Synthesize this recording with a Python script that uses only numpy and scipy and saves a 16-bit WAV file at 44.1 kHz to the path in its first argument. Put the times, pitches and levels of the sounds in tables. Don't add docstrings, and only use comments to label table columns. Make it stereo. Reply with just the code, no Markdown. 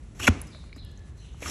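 import sys
import numpy as np
from scipy import signal
from scipy.fft import rfft, irfft
from scipy.io import wavfile

SR = 44100
rng = np.random.default_rng(int(sys.argv[2]) if len(sys.argv) > 2 else 0)


def materialize(psi):
    bounded = np.clip(np.atleast_2d(psi).T, -1, 1)
    quanta = np.round(bounded * 32767).astype(np.int16)
    wavfile.write(sys.argv[1], SR, quanta)


def how_loud(loudness_db):
    steps = np.asarray(loudness_db, float) / 20
    return 10 ** steps


N = 66150

# (frequency [Hz], level [dB per Hz])
AIR_SPECTRUM = [(35, -1), (60, 4.5), (125, -6), (300, -18), (800, -31), (3000, -36.5), (6000, -40.5),
                (10000, -35.5)]
# (time [s], level [dB])
RUMBLE_SWELL = [(0, 1), (.15, 0), (.4, 5), (.57, -2), (.67, 4), (.76, -8), (.82, 3), (1.08, -1.5),
                (1.14, 4.5), (1.24, -1.5), (1.4, 2), (1.5, -4)]
# (time [s], level [dB])
RUSTLE_SWELL = [(0, -69), (.17, -67), (.33, -56), (.5, -59), (.67, -67.5), (.72, -76), (.78, -73),
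                (.88, -74.5), (0.981, -73.5), (1.091, -65), (1.13, -78.5), (1.19, -65), (1.36, -67.5)]
# (time [s], level [dB], chatter share [0-1], chatter pitch [Hz])
FIRST_CUT = [
    (.15, -59, 0.06, 2595),
    (.19, -54, 0, 2604),
    (.2, -33.5, 0.13, 2600),
    (.212, -39, 0.33, 2608),
    (.23, -31, 0.7, 2845),
    (.244, -29.5, 0.36, 2950),
    (.267, -36, 0.1, 2806),
    (.272, -17.5, 1, 2552),
    (.277, -31.5, 0.2, 2540),
]
# (time [s], level [dB], chatter share [0-1], chatter pitch [Hz])
SECOND_CUT = [
    (1.37, -65, 0.2, 2414),
    (1.40, -58, 0.05, 2412),
    (1.418, -48, 0.15, 2468),
    (1.423, -40.5, 0.23, 2410),
    (1.45, -40, 0.06, 2298),
    (1.464, -37, 0.03, 2130),
    (1.5, -35, 0.01, 2240),
]
# (frequency [Hz], level [dB per Hz])
HORN_SPECTRUM = [(200, -3.5), (700, -6.5), (1800, -4), (4200, -7.5), (5700, -5.5), (9500, -3), (11500, -13),
                 (14500, -35)]
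# (multiple of pitch, level [dB])
CHATTER_OVERTONES = [(1, -6.5), (2, -16.5), (3, -17), (4, -25)]
# (frequency [Hz], width [Hz], level [dB])
STOOL_SHAKE = [(85, 9.5, -1), (261, 43, -8)]
# (time [s], level [dB], frequency [Hz], width [Hz], t60 [s])
TICK_EVENTS = [(0.1994, -27.5, 1180, 695, 0.022), (0.227, -28, 2700, 600, 0.017),
               (.2395, -29, 3200, 600, 0.022), (.245, -34, 6400, 400, 0.018), (.249, -24, 2940, 600, 0.023),
               (0.415, -21.5, 9740, 2900, 0.015), (0.4697, -44, 5980, 6000, 0.035),
               (0.5469, -41, 1210, 1210, 0.019), (0.548, -42.5, 593, 70, 0.074),
               (0.639, -46.5, 990, 1013, 0.024), (0.694, -45, 2300, 504, 0.012),
               (0.7277, -31, 2200, 600, 0.011), (0.7283, -40, 3940, 900, .01),
               (.765, -39.5, 250, 60, 0.061), (0.766, -53, 527, 80, 0.072), (.778, -51, 2300, 910, 0.055),
               (0.7608, -49.5, 8230, 4880, 0.082), (0.760, -51, 1196, 1530, 0.086),
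               (0.848, -41, 9740, 4950, 0.011), (0.914, -47, 8580, 4980, 0.014),
               (0.9745, -46.5, 6510, 2020, 0.021), (.992, -48, 5000, 6000, 0.014),
               (1.085, -63.5, 1197, 1210, .03), (1.174, -55, 5040, 6000, .1),
               (1.336, -44, 7100, 1500, 0.013), (1.344, -37.5, 1050, 350, 0.014),
               (1.405, -41, 6000, 8000, 0.0098), (1.419, -36, 2500, 4950, 0.0097),
               (1.4231, -29, 500, 300, 0.016), (1.4273, -26.5, 2100, 1600, 0.011),
               (1.4579, -20, 2178, 885, 0.013), (1.460, -25.5, 1290, 350, 0.032),
               (1.468, -28, 6330, 3000, 0.009), (1.475, -29, 1290, 400, .02),
               (1.479, -29, 5460, 500, 0.038), (1.497, -20.5, 5050, 7000, .015)]
# (time [s], level [dB], frequency [Hz], t60 [s])
STEEL_RINGS = [
    (.470, -60, 8200, .15),
    (.471, -62, 9650, .15),
    (.472, -58, 5080, .2),
    (.490, -64, 2350, .4),
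    (.630, -69, 2350, .3),
    (.650, -63, 9600, .35),
    (.840, -69, 1720, 1.2),
    (.880, -63, 4700, .2),
    (.970, -70, 1720, .8),
]
# (time [s], level [dB], tilt [dB per octave])
EDGE_CONTACTS = [(.2750, -12, 5), (0.2766, -9.5, 2), (.2773, -1, 0.5), (.2788, -4.5, 2), (0.2794, -4, -3.5),
                 (0.2803, -5.5, -1), (.2816, -10.5, -5.5), (.2824, -9, -1.5), (0.2865, -16, -1),
                 (.2871, -23, -2), (0.2888, -21, -4)]
# (frequency [Hz], level [dB], t60 [s])
SEAT_MODES = [(600, -8.5, 0.0073), (787, -6.5, 0.011), (935, -11, 0.012), (1083, -6, 0.016),
              (1413, -4.5, 0.013), (1700, -7.5, 0.0088), (2098, -20, 0.013), (2392, -5.5, 0.017),
              (2877, -6, 0.013), (3420, -13, 0.012), (4110, -13.5, 0.0054), (6250, -24, .005),
              (7900, -22, 0.0054), (9930, -23.5, 0.011)]
# (start [s], level [dB], frequency [Hz], t60 [s], push length [s])
FRAME_THUDS = [
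    (.2825, -24, 355, .05, .0015),
    (.2847, -7, 240, .045, .0015),
    (.2895, -8, 86, .11, .005),
    (.279, -22, 430, .03, .001),
]
# (frequency [Hz], level [dB per Hz])
ECHO_SPECTRUM = [(40, -9.5), (85, -0.5), (250, 0.5), (600, -15), (1300, -14.5), (5000, -28), (10000, -33.5),
                 (12000, -30)]
# (time [s], length [s], level [dB], start pitch [Hz], end pitch [Hz])
SPARROW_CHIRPS = [
    (0.497, 0.021, -46.5, 5190, 4610),
    (0.507, 0.048, -45, 4187, 3806),
    (0.729, 0.029, -48, 5290, 5030),
    (.762, 0.04, -44, 4310, 3747),
    (0.813, 0.028, -49, 3726, 2890),
    (1.172, 0.026, -51, 4400, 3885),
    (1.188, 0.06, -54, 3192, 2613),
    (1.22, 0.057, -55, 3900, 3400),
    (1.27, .05, -57, 3110, 2790),
    (1.188, 0.03, -57.5, 6580, 5900),
]
# (frequency [Hz], lead [half turns])
LEFT_LEAD = [(0, 0), (700, .12), (1950, 0), (3000, .4), (4300, .55), (5950, 2), (9150, 3), (11900, 4)]
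# (frequency [Hz], level [dB])
PORT_TILT = [(50, 0.7), (400, -3.5), (1300, -2), (2000, 0)]
# (frequency [Hz], share [0-1])
PORT_DIFFERENCE = [(100, 0.03), (750, 0.4), (1400, 0.5), (3300, 0.5), (4300, 0.51), (4800, 0.43),
                   (5400, 0.7), (11000, 0.2)]
# (centre [Hz], width [Hz])
PHASE_LOCKS = [(1930, 340), (5950, 560), (9100, 900)]

TIME = np.arange(N) / SR
GRAINS_PER_S, GRAIN_SPREAD_DB = 20000, 2.0
CHATTER_WANDER, CHATTER_FLUTTER_DB = 0.11, 4.0
CRACK_S, CRACK_DB, CRACK_T60_S = 0.275, -21.5, 0.016
ECHO_S, ECHO_DB, ECHO_T60_S = 0.29, -32.5, 0.7
SHED_DB, SHED_T60_S, SHED_CUT_HZ = -11.5, 0.62, 5600
SMEAR_DB, SMEAR_T60_S = 0.5, 0.012


def rms_one(x):
    return x / np.sqrt(np.mean(x ** 2) + 1e-20)


def low_pass(x, order, hz):
    return signal.sosfilt(signal.butter(order, hz, fs=SR, output="sos"), x)


def at_hz(points, hz):
    table_hz, value = np.transpose(points)
    return np.interp(np.log(hz + 1), np.log(table_hz), value)


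def colour(x, points):
    gain = how_loud(at_hz(points, np.fft.rfftfreq(N, 1 / SR)))
    return rms_one(irfft(rfft(x) * gain, N))


def drift(rate):
    r = np.exp(-2 * np.pi * rate / SR)
    settled = signal.lfilter([1], [1, -2 * r, r * r], rng.standard_normal(N + SR))[SR:]
    return rms_one(settled)


def ring(x, hz, t60):
    r, w = how_loud(-60 / (t60 * SR)), 2 * np.pi * hz / SR
    return signal.lfilter([0, np.sin(w)], [1, -2 * r * np.cos(w), r * r], x + 1e-18)


def resonance(x, hz, width_hz):
    r = np.exp(-np.pi * width_hz / SR)
    poles = [1, -2 * r * np.cos(2 * np.pi * hz / SR), r * r]
    return signal.lfilter([(1 - r * r) / 2, 0, (r * r - 1) / 2], poles, x)


def after(s, t60):
    t = TIME - s
    return (t >= 0) * how_loud(-60 * np.maximum(t, 0) / t60)


def tail(x, t60):
    decay = rng.standard_normal((2, N)) * after(0.0016, t60)
    decay = decay / np.sqrt(np.sum(decay[0] ** 2))
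    return signal.fftconvolve(x[None], decay, axes=1)[:, :N]


def air():
    out = np.array([colour(rng.standard_normal(N), AIR_SPECTRUM) for side in range(2)])
    rumble = signal.sosfiltfilt(signal.butter(1, 138.6, fs=SR, output="sos"), out)
    out = out + rumble * (how_loud(np.interp(TIME, *np.transpose(RUMBLE_SWELL))) - 1)
    low = low_pass(out, 1, 2500)
    rustle_db = np.interp(TIME, *np.transpose(RUSTLE_SWELL))
    lift_db = np.minimum(rustle_db - np.median(rustle_db), 6)
    swell = how_loud(0.8 * lift_db + 1.0 * drift(15))
    patchy = how_loud(0.6 * drift(23))
    return how_loud(-42.5) * (low * patchy + (out - low) * swell)


def horn_rasp():
    size_db = GRAIN_SPREAD_DB * np.minimum(rng.exponential(1, N), 5)
    sizes = how_loud(size_db) * rng.choice([-1, 1], N)
    torn = rng.random(N) < GRAINS_PER_S / SR
    return colour(sizes * torn, HORN_SPECTRUM)


def edge_chatter(pitch):
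    phase = 2 * np.pi * np.cumsum(pitch * (1 + CHATTER_WANDER * drift(300))) / SR
    out = 0
    for multiple, db in CHATTER_OVERTONES:
        out = out + how_loud(db + CHATTER_FLUTTER_DB * drift(220)) * np.cos(multiple * phase)
    return rms_one(out)


def stool_shake(pressure):
    noise, push = rng.standard_normal(N), np.minimum(pressure, how_loud(-37.5))
    out = 0
    for hz, width_hz, db in STOOL_SHAKE:
        steady = np.std(resonance(noise, hz, width_hz))
        out = out + how_loud(db) * resonance(push * noise, hz, width_hz) / steady
    return out


def cuts():
    pressure, share, pitch = 0, 0, 0
    for cut in (FIRST_CUT, SECOND_CUT):
        s, db, mix, hz = np.transpose(cut)
        inside = (TIME >= s[0]) & (TIME <= s[-1])
        pressure = pressure + inside * how_loud(np.interp(TIME, s, db))
        share = share + inside * np.clip(np.interp(TIME, s, mix), 0, 1)
        pitch = pitch + inside * np.interp(TIME, s, hz)
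    edge = np.sqrt(1 - share) * horn_rasp() + np.sqrt(share) * edge_chatter(pitch)
    return pressure * edge + stool_shake(pressure)


def burst(noise, s, db, hz, width_hz, t60, rise_s):
    tone = rms_one(resonance(resonance(noise, hz, width_hz), hz, width_hz))
    return how_loud(db) * tone * after(s, t60) * np.clip((TIME - s) / rise_s, 0, 1)


def ticks():
    noise = rng.standard_normal(N)
    crumbs, steel = 0, 0
    for s, db, hz, width_hz, t60 in TICK_EVENTS:
        crumbs = crumbs + burst(noise, s, db - 3, hz, width_hz, t60, rise_s=0.0011)
    for s, db, hz, t60 in STEEL_RINGS:
        steel = steel + burst(noise, s, db + 1, hz, 60, t60, rise_s=0.008)
    return low_pass(crumbs, 8, 12300) + steel


def seat_ring():
    s, db, tilt_db = np.transpose(EDGE_CONTACTS)
    out = 0
    for hz, mode_db, t60 in SEAT_MODES:
        octaves = np.log2(min(hz, 3000) / 1500)
        click_db = db + tilt_db * octaves + mode_db - 5 + rng.normal(0, 2.5, len(s))
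        clicks = np.zeros(N)
        clicks[(s * SR).astype(int)] = how_loud(click_db) * rng.choice([-1, 1], len(s))
        out = out + ring(clicks, hz, t60)
    return signal.sosfilt(signal.butter(3, 400, "high", fs=SR, output="sos"), out)


def frame_thud():
    out = 0
    for start, db, hz, t60, push_s in FRAME_THUDS:
        force = np.sin(np.pi * np.clip((TIME - start) / push_s, 0, 1))
        out = out + how_loud(db) * ring(force / force.sum(), hz, t60)
    return out


def horn_crack():
    held = (TIME > CRACK_S) & (TIME < CRACK_S + 0.008)
    shape = np.maximum(after(CRACK_S + 0.011, CRACK_T60_S), held)
    return how_loud(CRACK_DB) * colour(rng.standard_normal(N), HORN_SPECTRUM) * shape


def knock():
    return seat_ring() + frame_thud() + horn_crack()


def echo():
    sides = np.array([colour(rng.standard_normal(N), ECHO_SPECTRUM) for side in range(2)])
    return how_loud(ECHO_DB) * after(ECHO_S, ECHO_T60_S) * sides


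def sparrows():
    out, warble_hz = 0, 250 * drift(202)
    for s, length, db, start_hz, end_hz in SPARROW_CHIRPS:
        along = np.clip((TIME - s) / length, 0, 1)
        pitch = start_hz + (end_hz - start_hz) * along + warble_hz
        whistle = np.sin(2 * np.pi * np.cumsum(pitch) / SR)
        out = out + how_loud(db) * np.sin(np.pi * along) * whistle
    return tail(out, 0.75)


def ports(near, far):
    hz = np.fft.rfftfreq(2 * N, 1 / SR)
    free = np.prod([1 - np.exp(-(2 * (hz - centre) / width) ** 4) for centre, width in PHASE_LOCKS], axis=0)
    lead = np.interp(hz, *np.transpose(LEFT_LEAD)) + np.clip((hz - 13300) / 2000, 0, 0.5)
    locked = np.round(lead)
    turn = np.exp(0.5j * np.pi * (locked + free * (lead - locked)))
    tilt = how_loud(at_hz(PORT_TILT, hz) * free / 2)
    apart = np.clip(at_hz(PORT_DIFFERENCE, hz), 0, 1) * free * (hz < LEFT_LEAD[-1][0])
    common = rfft(near, 2 * N) + np.sqrt(1 - apart ** 2) * rfft(far[0], 2 * N)
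    differing = apart * rfft(far[1], 2 * N)
    left = (common + differing) * turn * tilt
    right = (common - differing) / turn / tilt
    return irfft([left, right], 2 * N)[:, :N]


def scene():
    yard = air()
    work = cuts() + ticks()
    near = work + knock()
    shed = how_loud(SHED_DB) * low_pass(tail(work, SHED_T60_S), 1, SHED_CUT_HZ)
    far_cut = signal.cheby2(10, 50, 11300 * 1.04, fs=SR, output="sos")
    far = signal.sosfilt(far_cut, shed + echo() + sparrows() + yard)
    smear = how_loud(SMEAR_DB) * tail(resonance(near, 3000, 1985), SMEAR_T60_S) * [[0], [1]]
    return ports(near, far + smear)


def band_limit(x):
    return signal.sosfilt(signal.butter(12, 14980, fs=SR, output="sos"), x)


def record(dry):
    low_cut = signal.butter(4, 41, "high", fs=SR, output="sos")
    top_cut = signal.butter(10, 14600, fs=SR, output="sos")
    rounded = 1.209 * np.tanh(dry / 1.161)
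    mix = signal.sosfilt(np.vstack([low_cut, top_cut]), rounded)
    return band_limit(mix)


dry = scene()
out = record(dry)
materialize(out)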